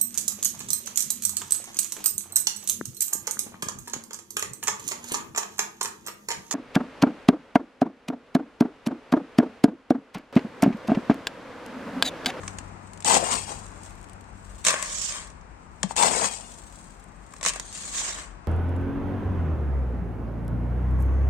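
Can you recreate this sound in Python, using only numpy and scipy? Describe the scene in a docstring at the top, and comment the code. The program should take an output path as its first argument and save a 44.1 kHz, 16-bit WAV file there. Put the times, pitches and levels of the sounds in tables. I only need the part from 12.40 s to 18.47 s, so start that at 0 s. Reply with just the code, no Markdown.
"""Scooping gritty granules, twice over

A plastic scoop crunches into a tub on the left: clumped random collisions, a moving boom and modal knocks.
It trickles as it is carried, then tips into a plastic tray in front: a rattling rush, then a soft hiss
as the rest slides out, both made of dense collisions. Single noise cracks are the hard hits.
Filtered noise is the quiet room, with a low hum that fades away.
"""
import sys
import numpy as np
from scipy import signal
from scipy.fft import rfft, irfft, next_fast_len
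from scipy.io import wavfile

SR = 44100
rng = np.random.default_rng(int(sys.argv[2]) if len(sys.argv) > 2 else 0)


def bounce(signal):
    """Save signal as a 16-bit WAV file at the path given by the first command-line argument."""
    frames = np.transpose(np.atleast_2d(signal))
    limited = np.clip(frames, -1, 1)
    pcm = np.round(limited * 32767).astype(np.int16)
    wavfile.write(sys.argv[1], SR, pcm)


N = 267775
TIME = np.arange(N) / SR

# In every pan_db column, positive is louder on the left. Levels are relative, ahead of the room and the final mix.

# dull background with a hum that fades away: start_s, air_db, rumble_db, hum_db
BACKGROUND = [(0, -43, -48, -43.5), (0.5, -48.5, -54, -50.5), (1.3, -47, -50.5, -48),
              (1.7, -49, -50.5, -53), (2.1, -50.5, -46, -52), (2.35, -50, -51, -62), (3.4, -51.5, -47, -62),
              (4.3, -51.5, -53, -61.5), (6.07, -50.5, -50.5, -69)]
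# colour of the room: pitch_hz, gain_db
ROOM_COLOUR = [(15, -44), (32, -20), (39, 5), (45, 11.5), (62, 3), (110, -11.5), (146, -5), (190, -5.5),
               (264, -9), (480, -15), (978, -10), (2600, -24), (3300, -34), (8100, -34.5), (15000, -78.5)]
# side of the room: pitch_hz, pan_db
ROOM_SIDE = [(60, 9.5), (150, 11.5), (380, 8), (950, 7.5), (1800, 4.5), (3200, 1), (6500, -0.5),
             (8300, 15.5), (15000, -18)]
# how alike the two ears are in the room: pitch_hz, likeness (-1 to 1)
ROOM_LIKENESS = [(60, 0.78), (180, 1), (550, 0.15), (1000, -0.37), (1700, 0.32), (4000, -0.33)]
HUM_HZ = 95.1

# sways of the carried scoop that shift its loose granules: peak_s, level_db
SWAYS = [(0.03, -52.5), (0.5, -63.5), (1.2, -55), (1.45, -55), (2.23, -52), (3.41, -63), (4.13, -53),
         (4.37, -54), (4.97, -58)]
# colour of the loose granules in the scoop: pitch_hz, gain_db
TRICKLE_COLOUR = [(1800, -14.5), (3000, -6.5), (5200, -9.5), (6800, -2), (8230, 1), (8950, -6.5),
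                  (9730, -17.5), (15000, -28)]
# side of the loose granules in the scoop: pitch_hz, pan_db
TRICKLE_SIDE = [(2000, 5), (4500, 3.5), (6700, -2), (8300, 14.5), (10500, 16.5), (15000, 3)]
SWAY_RISE_DB_PER_S, SWAY_FALL_DB_PER_S = 52, 50
STRAY_PER_S, STRAY_DB = 22, -5.0  # lone granules hopping in the scoop, relative to the trickle

# single hard granule hits: start_s, level_db, pan_db, hollow_db, top_db (above TOP_HZ)
HITS = [(0.033, -33.5, -4, 15.5, -13), (0.078, -18, 4.5, -1, -11), (0.185, -20.5, 6, -8, 2),
        (0.533, -35, 11, -19, 10), (0.574, -35, 9, -8, 2), (0.604, -29.5, 8, -21, 4),
        (0.6236, -28, 12, -16, -6), (0.6459, -11, 4, -17, -9), (0.662, -31, 10, -17, -9),
        (0.6825, -21, 7, -12, -9), (0.696, -11, 14, -11, -9), (0.7422, -7, 6, -15, -12),
        (0.7514, -8, 5, 3, -15), (0.9077, -28, 5, 0, -6), (0.921, -23, 4, 3, -6), (0.954, -17, 12, -2, -3),
        (0.939, -21.5, 8, 8, 6), (1.093, -29, 6, 7, -3), (1.2646, -36, -2, -4, 2), (1.4333, -34, 17, -6, 5),
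        (1.4612, -37, -2, -1, 6), (1.477, -46, 10, -6, 2), (1.506, -40, 17, -12, 13),
        (1.5524, -45, 18, -10, 16), (1.6128, -44, 16, -10, 13), (1.628, -45, 12, -10, 7),
        (1.6414, -37.5, 14, -6, 6), (1.6863, -44, 10, -1, 6), (1.695, -39, 13, -10, 9),
        (1.7322, -42.5, 15, -10, 14), (1.8085, -42, 17, -6, 11), (1.841, -46, 14, -8, 2),
        (1.9281, -53, 13, -8, 2), (2.243, -25, 0, -3, 4), (2.249, -10, 6, -2, 10.5),
        (2.266, -4, -11, 2, -3), (2.2712, -6, -1, 3.5, -5), (2.2832, -7.5, -11, 5, 5),
        (2.3055, -13, 2, 4, 10.5), (2.3395, -17.5, 5, 17, 5), (2.3628, -30, 7, 21.5, 4),
        (2.4254, -14.5, 6, 1.5, 10), (2.583, -21, 2, -6, -0.5), (2.651, -27.5, -4, -10, -4),
        (2.697, -34, -9, -18, -3), (2.7222, -22, -14, -6, -2.5), (2.873, -38, 3, 6, 10),
        (2.886, -55, 0, 3, 0), (2.901, -37, 3, -5, -1), (3.011, -44.5, -6, -4, -7), (3.4305, -8, 11, 1, -9),
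        (3.5642, -10, 10, -36, -7), (3.571, -16, -1, -19, -13), (3.6249, -6.5, 14, -9, -15),
        (3.634, -8.5, 9, -6, -10), (3.669, -17, 7, -1, -9), (3.843, -17.5, 9, 5, -4),
        (4.008, -32, 7, -1, -6), (4.3245, -40, 8, 4, 13), (4.5967, -46, 19, -8, 14),
        (4.6393, -45, 15, -12, 17), (4.863, -42, 15, -8, 2), (4.9227, -37, 6, -6, -6),
        (4.9364, -33, 7, 10, 9), (4.9638, -36, -4, 4, -7), (5.011, -25, 10, 7, -6),
        (5.0288, -17.5, 1, 8, 2), (5.038, -18, 15, -17, -3), (5.0498, -15, -9, 8, -4),
        (5.0613, -6, 2, 4, 0), (5.0769, -14, 3, -6, 2), (5.084, -8.5, 2, -26, 6), (5.092, -13, 8, -10, 5),
        (5.0973, -16.5, 4, -9, 4), (5.102, -27, -1, 16, 4), (5.135, -21, 11, -5, -6),
        (5.159, -26, -3, 7, 9), (5.197, -16.5, -3.5, -0.5, 4), (5.3268, -28.5, 8, -18, 5),
        (5.35, -25, 4, -7, -5), (5.375, -25, 6, -16, 6), (5.541, -31, 1, 0, 0), (5.582, -17, 1, -2, 1),
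        (5.68, -27, -2, -6, -4)]
# air column of the scoop: pitch_hz, width_hz, level_db
SCOOP_MODES = [(602, 85, 5.5), (1113, 120, 8.5), (1690, 350, 3), (2223, 180, -3.5)]
SCOOP_PITCH_SPREAD = 0.026  # the air resonances shift with the load and the hand, from hit to hit
CROSSOVER_HZ, TOP_HZ = 2000, 10000  # hollow below and gritty above the first; top above the second

# pushes of the scoop through the heap in the tub:
# start_s, length_s, crunch_db, boom_db, grit_db, grit_fall_db_per_s
STROKES = [(0.645, 0.13, -31.5, -27, -22.5, 596), (0.792, 0.14, -37, -38, -33.5, 74.5),
           (0.893, 0.046, -35.5, -53, -28.5, 188), (1.058, 0.061, -47.5, -44, -42.5, 153),
           (3.481, 0.036, -46, -53, -39.5, 900), (3.556, 0.12, -37, -26.5, -24.5, 417),
           (3.662, 0.19, -32.5, -48.5, -30, 98), (3.8, 0.019, -46, -34.5, -37, 110)]
# the hollow between scoop and heap sinks in pitch as the scoop goes in and rises as it lifts: time_s, pitch_hz
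BOOM_PITCH = [(0.66, 855), (0.71, 824), (0.77, 750), (0.83, 614), (0.87, 806), (0.94, 1140), (1.03, 800),
              (3.51, 900), (3.62, 860), (3.71, 760), (3.81, 584), (3.845, 1080), (3.87, 1020), (3.91, 740)]
# colour of the tub: pitch_hz, gain_db
DIG_COLOUR = [(59, -36), (110, -25.5), (165, -9), (230, -4), (320, -13), (410, -5), (610, -9), (760, -6.5),
              (1000, -4.5), (1400, -9), (2050, -8), (2750, -8.5), (3800, -12.5), (5000, -10), (6100, -11),
              (6850, -3.5), (7450, -8), (8250, -2.5), (8850, -9), (9800, -22.5), (16000, -43.5)]
# side of the tub: pitch_hz, pan_db
DIG_SIDE = [(60, 8.5), (200, 19), (650, 11.3), (1290, 11.7), (2400, 8), (4400, 7.8), (6700, 1.6),
            (8300, 22), (10500, 4.7), (15000, 14)]
GRIT_ATTACK_S, CRUNCH_ATTACK_S = 0.022, 0.054  # the surface grinds at once; the heap takes longer to give
CRUNCH_RELEASE_DB_PER_S = 327
AFTERSLIP_DB, AFTERSLIP_DB_PER_S = -15.5, 37  # the heap goes on slumping after a push
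STONES_PER_S, STONES_DB = 150, -2.5  # larger stones knocking in the heap, relative to the fine grinding
NEAR_WALL_S = 0.008  # range of echo delays between the plastic walls
SCOOP_MOVES_HZ = 2.5  # rate of the drift in those echoes

# the scoop knocking on plastic and jolting through the heap:
# start_s, level_db, contact_s, pitch_ratio (of the spot struck), pan_db
KNOCKS = [(0.650, -25.5, 0.0014, 0.92, 15), (0.683, -23, 0.00064, 0.94, 15),
          (0.709, -20.5, 0.00073, 0.91, 15), (0.726, -19, 0.00054, 0.91, 15),
          (0.743, -28.5, 0.0012, 0.88, 15), (0.769, -15, 0.0015, 0.846, 16), (0.826, -22, 0.002, 0.63, 15),
          (0.937, -25, 0.0011, 1.23, 12), (3.431, -28, 0.00063, 1.14, 20), (3.437, -19.5, 0.0019, 0.93, 14),
          (3.5095, -22, 0.00042, 0.9, 15), (3.564, -25.5, 0.00041, 0.88, 15),
          (3.627, -17.5, 0.001, 0.93, 16), (3.661, -14, 0.0016, 1.17, 17),
          (5.0671, -30.5, 0.00069, 0.71, 6), (5.1605, -36, 0.00073, 0.75, 6),
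          (5.617, -35.5, 0.00074, 0.94, 8)]
# ringing of the plastic tub and tray: pitch_hz (before the ratio), level_db, t60_s
TUB_MODES = [(206, -16, 0.15), (740, -18, 0.023), (922, -3, 0.03), (1000, -7.5, 0.049)]

# rushes of granules out of the tipped scoop:
# start_s, rise_s, length_s, patter_db, grit_db, patter_fall_db_per_s, grit_fall_db_per_s
RUSHES = [(2.243, 0.037, 0.042, -30.5, -23, 75, 230), (2.34, 0.079, 0.097, -56, -43.5, 90, 220),
          (2.676, 0.1, 0.085, -44, -37, 119, 154), (5.024, 0.046, 0.056, -37.5, -28, 260, 476),
          (5.12, 0.039, 0.047, -49.5, -45, 200, 301), (5.32, 0.037, 0.026, -68, -44, 103, 96),
          (5.488, 0.089, 0.095, -54, -36, 42.5, 109)]
# the rest of the load sliding out: start_s, fullest_s, hold_s, fall_10_db_s (sign has no effect),
# patter_db, grit_db, build_db_per_s, pan_db
SLIDES = [(2.269, 2.565, 0.12, -0.0468, -52, -34, 52, -3.5),
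          (5.055, 5.586, 0.083, 0.14, -43, -34.5, 45.5, -0.5)]
# colour of the tray: pitch_hz, gain_db
POUR_COLOUR = [(88, -31), (170, -17.5), (376, -14), (600, -14.5), (1100, -11), (2300, -8), (3200, -4),
               (4950, -3), (7040, 5.5), (8600, 1.5), (10000, -18), (14800, -29), (16000, -50)]
# side of the tray: pitch_hz, pan_db
POUR_SIDE = [(200, 1), (600, 8.5), (1100, 5), (2000, 1.5), (4500, -1), (6700, -11.5), (8300, 8),
             (11000, 0.5)]
RUSH_PAN_DB = 7
PATTER_LAG_S = 0.061  # the scoop rings most when nearly empty
THIN_FLOW_PAN_DB = 6.5  # a thin stream falls to the left of the full one
SURGE_DB, SURGE_HZ = 1.0, 14  # the load slips out in small uneven surges
PEBBLES_PER_S, PEBBLES_DB = 100, -3.5  # coarser pebbles in the stream, relative to the fine granules

# dull thuds of the whole plastic vessel taking a load: start_s, peak_db, pan_db
THUDS = [(2.259, -40, 7), (3.433, -22, 15), (5.057, -43.5, 1)]
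THUD_HZ, THUD_SAG_HZ_PER_S, THUD_SWELL_S, THUD_WIDTH_S = 208, 1100, 0.015, 0.0092

CUTOFF_HZ = 16000


def from_db(db):
    """Decibels to gain."""
    return 10 ** (np.asarray(db) / 20)


def rms(x):
    """Effective level, never quite zero."""
    return np.sqrt(np.mean(x ** 2) + 1e-20)


def unit(x):
    """Scale a stereo pair so that the mean of its ears has rms 1."""
    return x / rms(x.mean(axis=0))


def at_hz(points, hz):
    """Read a table of pitch_hz and value on a log axis."""
    known_hz, value = np.transpose(points)
    return np.interp(np.log(hz + 1), np.log(known_hz), value)


def in_time(rows):
    """Each column of a table as a curve over time."""
    s, *columns = np.transpose(rows)
    return [np.interp(TIME, s, column) for column in columns]


def panned(db):
    """Left and right gains with a mean of 1."""
    left = 2 / (1 + from_db(-np.atleast_1d(db)))
    return np.array([left, 2 - left])


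def drift(rate_hz):
    """Slow chance with rms 1: noise through two equal low-pass poles, drawn at every 40th sample."""
    r = np.exp(-80 * np.pi * rate_hz / SR)
    noise = rng.standard_normal(N // 40 + 2002)
    slow = signal.lfilter([1], [1, -2 * r, r * r], noise)[2000:]  # skip the filter's start-up
    return np.interp(np.arange(N) / 40, np.arange(len(slow)), slow / rms(slow))


def coloured(x, colour, side):
    """Causal (minimum-phase) filter for each ear, built by folding the cepstrum."""
    size = 2 * next_fast_len(N // 2 + SR // 8)
    hz = np.arange(size // 2 + 1) * SR / size
    gain = from_db(at_hz(colour, hz)) * panned(at_hz(side, hz))
    cepstrum = irfft(np.log(gain))
    cepstrum[:, 1:size // 2] *= 2
    cepstrum[:, size // 2 + 1:] = 0
    response = np.exp(rfft(cepstrum))
    return irfft(rfft(x, size) * response)[:, :N]


def split(x):
    """Hollow lows and gritty highs."""
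    filters = [signal.butter(2, CROSSOVER_HZ, kind, fs=SR, output="sos") for kind in ("low", "high")]
    return [signal.sosfilt(np.vstack([sos, sos]), x + 1e-18) for sos in filters]


def together(levels):
    """Unrelated sounds add in power."""
    return np.sqrt(sum(level ** 2 for level in levels))


def background(hum_pan_db=8.0, waver=0.00907, rumble_hz=90):
    """Dull steady air, a slowly swelling rumble and a wavering low hum with a weak octave."""
    air_db, rumble_db, hum_db = in_time(BACKGROUND)
    mid, side = rfft(rng.standard_normal((2, N)))
    alike = np.clip(at_hz(ROOM_LIKENESS, np.arange(len(mid)) * SR / N), -1, 1)
    noise = irfft(np.sqrt(1 + alike) * mid + np.sqrt(1 - alike) * side * [[1], [-1]], N)
    noise = coloured(noise, ROOM_COLOUR, ROOM_SIDE)
    rumble, air = [unit(signal.sosfilt(signal.butter(3, rumble_hz, kind, fs=SR, output="sos"), noise))
                   for kind in ("low", "high")]
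    phase = 2 * np.pi * np.cumsum(HUM_HZ * (1 + waver * drift(3.4))) / SR
    hum = np.sqrt(2) * (np.sin(phase) + from_db(-7.5) * np.sin(2 * phase))
    hum = hum * from_db(1.8 * drift(4.6))
    return from_db(air_db) * air + from_db(rumble_db) * rumble + from_db(hum_db) * hum * panned(hum_pan_db)


def grains(per_s, size_db, clump_db, lag_ms, scatter_ms):
    """Random collisions, in clumps; each has its own size and place, so its own delay to the right ear."""
    at = np.flatnonzero(rng.random(N) < per_s / SR)
    spread_db = size_db * np.minimum(rng.exponential(1, N), 4)
    sizes = from_db(spread_db + clump_db * drift(85)) * rng.choice([-1, 1], N)
    lag = np.round((lag_ms + scatter_ms * rng.standard_normal(N)) * SR / 1000).astype(int)
    right_at = np.clip(at + lag[at], 0, N - 1)
    return np.array([np.bincount(where, sizes[at], N) for where in (at, right_at)])


def near_walls(x, echo_db, count=6):
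    """A few very short echoes from the plastic walls give a ribbed colour that shifts as the scoop moves."""
    out = x.copy()
    for place in rng.random(count):
        lag = 1 + int((0.15 + place) * NEAR_WALL_S * SR)
        strength = np.tanh(2 * drift(SCOOP_MOVES_HZ))
        out[:, lag:] += from_db(echo_db) * strength[lag:] * x[:, :-lag]
    return unit(out)


def swell(peak_s, rise_db_per_s, fall_db_per_s):
    """Grows to 1 and dies away, each at a steady rate."""
    t = TIME - peak_s
    return from_db(-np.abs(t) * np.where(t < 0, rise_db_per_s, fall_db_per_s))


def trickling():
    """Small dry ticks as the load shifts around each sway, with a few louder strays."""
    clicks = grains(per_s=1300, size_db=1.5, clump_db=1.8, lag_ms=0.26, scatter_ms=0.12)
    strays = grains(per_s=STRAY_PER_S, size_db=1.0, clump_db=0.0, lag_ms=0.32, scatter_ms=0.12)
    granules = unit(clicks) + from_db(STRAY_DB) * unit(strays)
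    _, grit = split(coloured(granules, TRICKLE_COLOUR, TRICKLE_SIDE))
    level = together(from_db(db) * swell(s, SWAY_RISE_DB_PER_S, SWAY_FALL_DB_PER_S) for s, db in SWAYS)
    return level * near_walls(grit, echo_db=-4.0)


def through_scoop(x, mix_db, pitch=1):
    """The open scoop adds its air resonances."""
    out = x
    for hz, width_hz, db in SCOOP_MODES:
        b, a = signal.iirpeak(hz * pitch, hz / width_hz, fs=SR)
        out = out + from_db(db + mix_db) * signal.lfilter(b, a, x + 1e-18)
    return out


def hard_hits(t60=0.02, gain_db=-2.15164, attack_s=0.00069, spread=1.0):
    """A granule strikes plastic: a noise crack that dies in a few milliseconds and rings the scoop."""
    t = TIME[:SR // 16]
    decay = np.minimum(t / attack_s, 1) * from_db(-60 * t / t60)
    below_top = signal.butter(8, TOP_HZ, fs=SR, output="sos")
    above_top = signal.butter(8, TOP_HZ, "high", fs=SR, output="sos")
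    out = np.zeros((2, N))
    noises = rng.standard_normal((len(HITS), 3, len(t)))  # one shared by the ears, one for each ear
    for (s, db, pan_db, hollow_db, top_db), noise in zip(HITS, noises):
        crack = (noise[0] + spread * noise[1:]) / np.hypot(1, spread) * decay
        hollow, sharp = split(crack * from_db(db + gain_db) * panned(pan_db))
        top = from_db(top_db) * signal.sosfilt(above_top, sharp)
        sharp = signal.sosfilt(below_top, sharp) + top
        hit = sharp + from_db(hollow_db) * hollow.mean(axis=0)  # lows reach both ears alike
        at = round(s * SR)
        pitch = np.exp(SCOOP_PITCH_SPREAD * noise[0, 0])
        out[:, at:at + len(t)] += through_scoop(hit, mix_db=8.0, pitch=pitch)
    return coloured(out, POUR_COLOUR, POUR_SIDE)


def stone_rings(clicks, ring_db, low_hz, high_hz, count=3000):
    """Some granules chink briefly at random moments, each at its own pitch, strength and place."""
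    t = TIME[:SR // 50]
    when, pitch, size, place = rng.random((count, 4)).T[:, :, None]
    hz = low_hz + (high_hz - low_hz) * pitch
    waves = from_db(12 * size - 60 * t / 0.028) * np.sin(2 * np.pi * hz * t)
    at = (when * (N - len(t))).astype(int) + np.arange(len(t))
    rings = np.array([np.bincount(at.ravel(), (waves * np.cos(np.pi * place + ear)).ravel(), N)
                      for ear in (0, np.pi / 2)])
    return clicks + from_db(ring_db) * rings * rms(clicks) / rms(rings)


def stroke(start, length, attack_s, release_db_per_s):
    """Linear attack, hold, then a release at a steady rate."""
    t = TIME - start
    return np.clip(t / attack_s, 0, 1) * from_db(-release_db_per_s * np.maximum(t - length, 0))


def moving_resonance(x, hz, width_hz):
    """A resonance whose centre follows a curve: shift it down to zero, smooth, shift back."""
    turn = np.exp(2j * np.pi * np.cumsum(hz) / SR)
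    r = np.exp(-np.pi * width_hz / SR)
    return np.real(turn * signal.lfilter([1 - r], [1, -r], x / turn))


def digging(boom_width_hz=230):
    """The scoop shears the heap: fine dense grinding, and coarser slips that boom in a hollow of moving pitch."""
    slips = grains(per_s=3500, size_db=2.5, clump_db=2.2, lag_ms=0.46, scatter_ms=0.02)
    grinding = grains(per_s=5000, size_db=1.5, clump_db=2.2, lag_ms=0.42, scatter_ms=0.05)
    stones = grains(per_s=STONES_PER_S, size_db=1.0, clump_db=0.0, lag_ms=0.42, scatter_ms=0.08)
    grinding = unit(grinding) + from_db(STONES_DB) * unit(stones)
    grinding = stone_rings(grinding, ring_db=-9.0, low_hz=2120, high_hz=9510)

    crunch = unit(split(coloured(slips, DIG_COLOUR, DIG_SIDE))[0])
    boom = unit(moving_resonance(crunch, in_time(BOOM_PITCH)[0], boom_width_hz))
    grit = near_walls(split(coloured(grinding, DIG_COLOUR, DIG_SIDE))[1], echo_db=-1.5)

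    pushes, booms, grinds = [], [], []
    for s, length, crunch_db, boom_db, grit_db, grit_fall in STROKES:
        push = stroke(s, length, CRUNCH_ATTACK_S, CRUNCH_RELEASE_DB_PER_S)
        afterslip = stroke(s, length, CRUNCH_ATTACK_S, AFTERSLIP_DB_PER_S)
        pushes.append(from_db(crunch_db) * push)
        booms += [from_db(boom_db) * push, from_db(boom_db + AFTERSLIP_DB) * afterslip]
        grinds.append(from_db(grit_db) * stroke(s, length, GRIT_ATTACK_S, grit_fall))
    return together(pushes) * crunch + together(booms) * boom + together(grinds) * grit


def knocks():
    """A short contact rings the plastic, pitched by the spot struck; a softer one favours its lowest mode."""
    t = TIME[:SR // 5]
    out = np.zeros((2, N))
    for s, db, contact, pitch, pan_db in KNOCKS:
        push = np.sin(np.pi * np.clip(t / contact, 0, 1)) ** 2
        ring = sum(from_db(mode_db - 60 * t / t60) * np.sin(2 * np.pi * hz * pitch * t)
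                   for hz, mode_db, t60 in TUB_MODES)
        # the wall radiates the change of force
        knock = signal.fftconvolve(np.gradient(push), ring)[:len(t)]
        at = round(s * SR)
        out[:, at:at + len(t)] += from_db(db) * panned(pan_db) * knock
    return out


def falling(clicks, scoop_db):
    """Collisions in the mouth of the scoop and on the bed, as hollow patter and grit."""
    clicks = stone_rings(clicks, ring_db=-9.0, low_hz=1866, high_hz=9173)
    patter, grit = split(coloured(through_scoop(clicks, scoop_db), POUR_COLOUR, POUR_SIDE))
    return unit(patter), near_walls(grit, echo_db=-4.5)


def outflow(fullest_s, hold_s, emptying_s, build_db_per_s):
    """The stream builds as the scoop tilts, holds, then runs out ever faster."""
    t = TIME - fullest_s
    build_db = build_db_per_s * np.minimum(t, 0)
    emptying_db = -10 * (np.maximum(t - hold_s, 0) / emptying_s) ** 2
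    return from_db(build_db + emptying_db)


def pouring():
    """The first rush booms in the mouth of the scoop; the rest slides out and scatters widely over the bed."""
    rush = grains(per_s=3300, size_db=2.5, clump_db=0.0, lag_ms=-0.1, scatter_ms=0.049)
    rush_patter, rush_grit = falling(rush, scoop_db=8.5)
    slide = grains(per_s=1800, size_db=1.8, clump_db=1.0, lag_ms=-0.06, scatter_ms=0.15)
    pebbles = grains(per_s=PEBBLES_PER_S, size_db=0.8, clump_db=0.0, lag_ms=-0.06, scatter_ms=0.15)
    slide = unit(slide) + from_db(PEBBLES_DB) * unit(pebbles)
    surges = from_db(SURGE_DB * drift(SURGE_HZ))
    slide_patter, slide_grit = falling(slide * surges, scoop_db=-6.5)

    out = 0
    for s, rise_s, length, patter_db, grit_db, patter_fall, grit_fall in RUSHES:
        out = out + from_db(patter_db) * stroke(s, length, rise_s, patter_fall) * rush_patter
        grit = from_db(grit_db) * stroke(s, length, rise_s, grit_fall) * rush_grit
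        out = out + grit * panned(RUSH_PAN_DB)
    for tipped_s, fullest_s, hold_s, emptying_s, patter_db, grit_db, build, full_pan_db in SLIDES:
        flow = outflow(fullest_s, hold_s, emptying_s, build)
        pan_db = THIN_FLOW_PAN_DB + (full_pan_db - THIN_FLOW_PAN_DB) * flow ** 2
        grit = from_db(grit_db) * flow * panned(pan_db) * slide_grit
        late_flow = outflow(fullest_s + PATTER_LAG_S, hold_s, emptying_s, build)
        patter = from_db(patter_db) * late_flow * slide_patter
        out = out + (TIME > tipped_s) * (grit + patter)
    return out


def thuds():
    """The vessel's floor flexes for a few cycles, swelling and sagging in pitch."""
    out = 0
    for s, db, pan_db in THUDS:
        t = np.maximum(TIME - s, 0)
        flex = np.sin(2 * np.pi * (THUD_HZ - THUD_SAG_HZ_PER_S * t / 2) * t)
        bump = np.exp(-((t - THUD_SWELL_S) / THUD_WIDTH_S) ** 2)
        out = out + from_db(db) * bump * flex * panned(pan_db)
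    return out


def room(x, t60=0.19, wet_db=-10.0, wall_hz=6000):
    """A faint, dull tail from the walls: decaying noise after a 5 ms gap."""
    t = TIME[:SR // 2]
    tail = rng.standard_normal((2, len(t))) * from_db(-60 * t / t60) * (t > 0.005)
    tail = tail / np.sqrt(np.sum(tail ** 2) / 2)
    tail = signal.sosfilt(signal.butter(1, wall_hz, fs=SR, output="sos"), tail)
    return x + from_db(wet_db) * signal.fftconvolve(x, tail, axes=1)[:, :N]


def scene():
    """All the handling in the room, over the background."""
    handling = digging() + pouring() + trickling() + hard_hits() + knocks() + thuds()
    return room(handling) + background()


def record(dry):
    """Peaks are rounded, the top is cut."""
    rounded = np.tanh(dry)
    return signal.sosfilt(signal.ellip(10, 0.1, 80, CUTOFF_HZ, fs=SR, output="sos"), rounded)


dry = scene()
out = record(dry)
bounce(out)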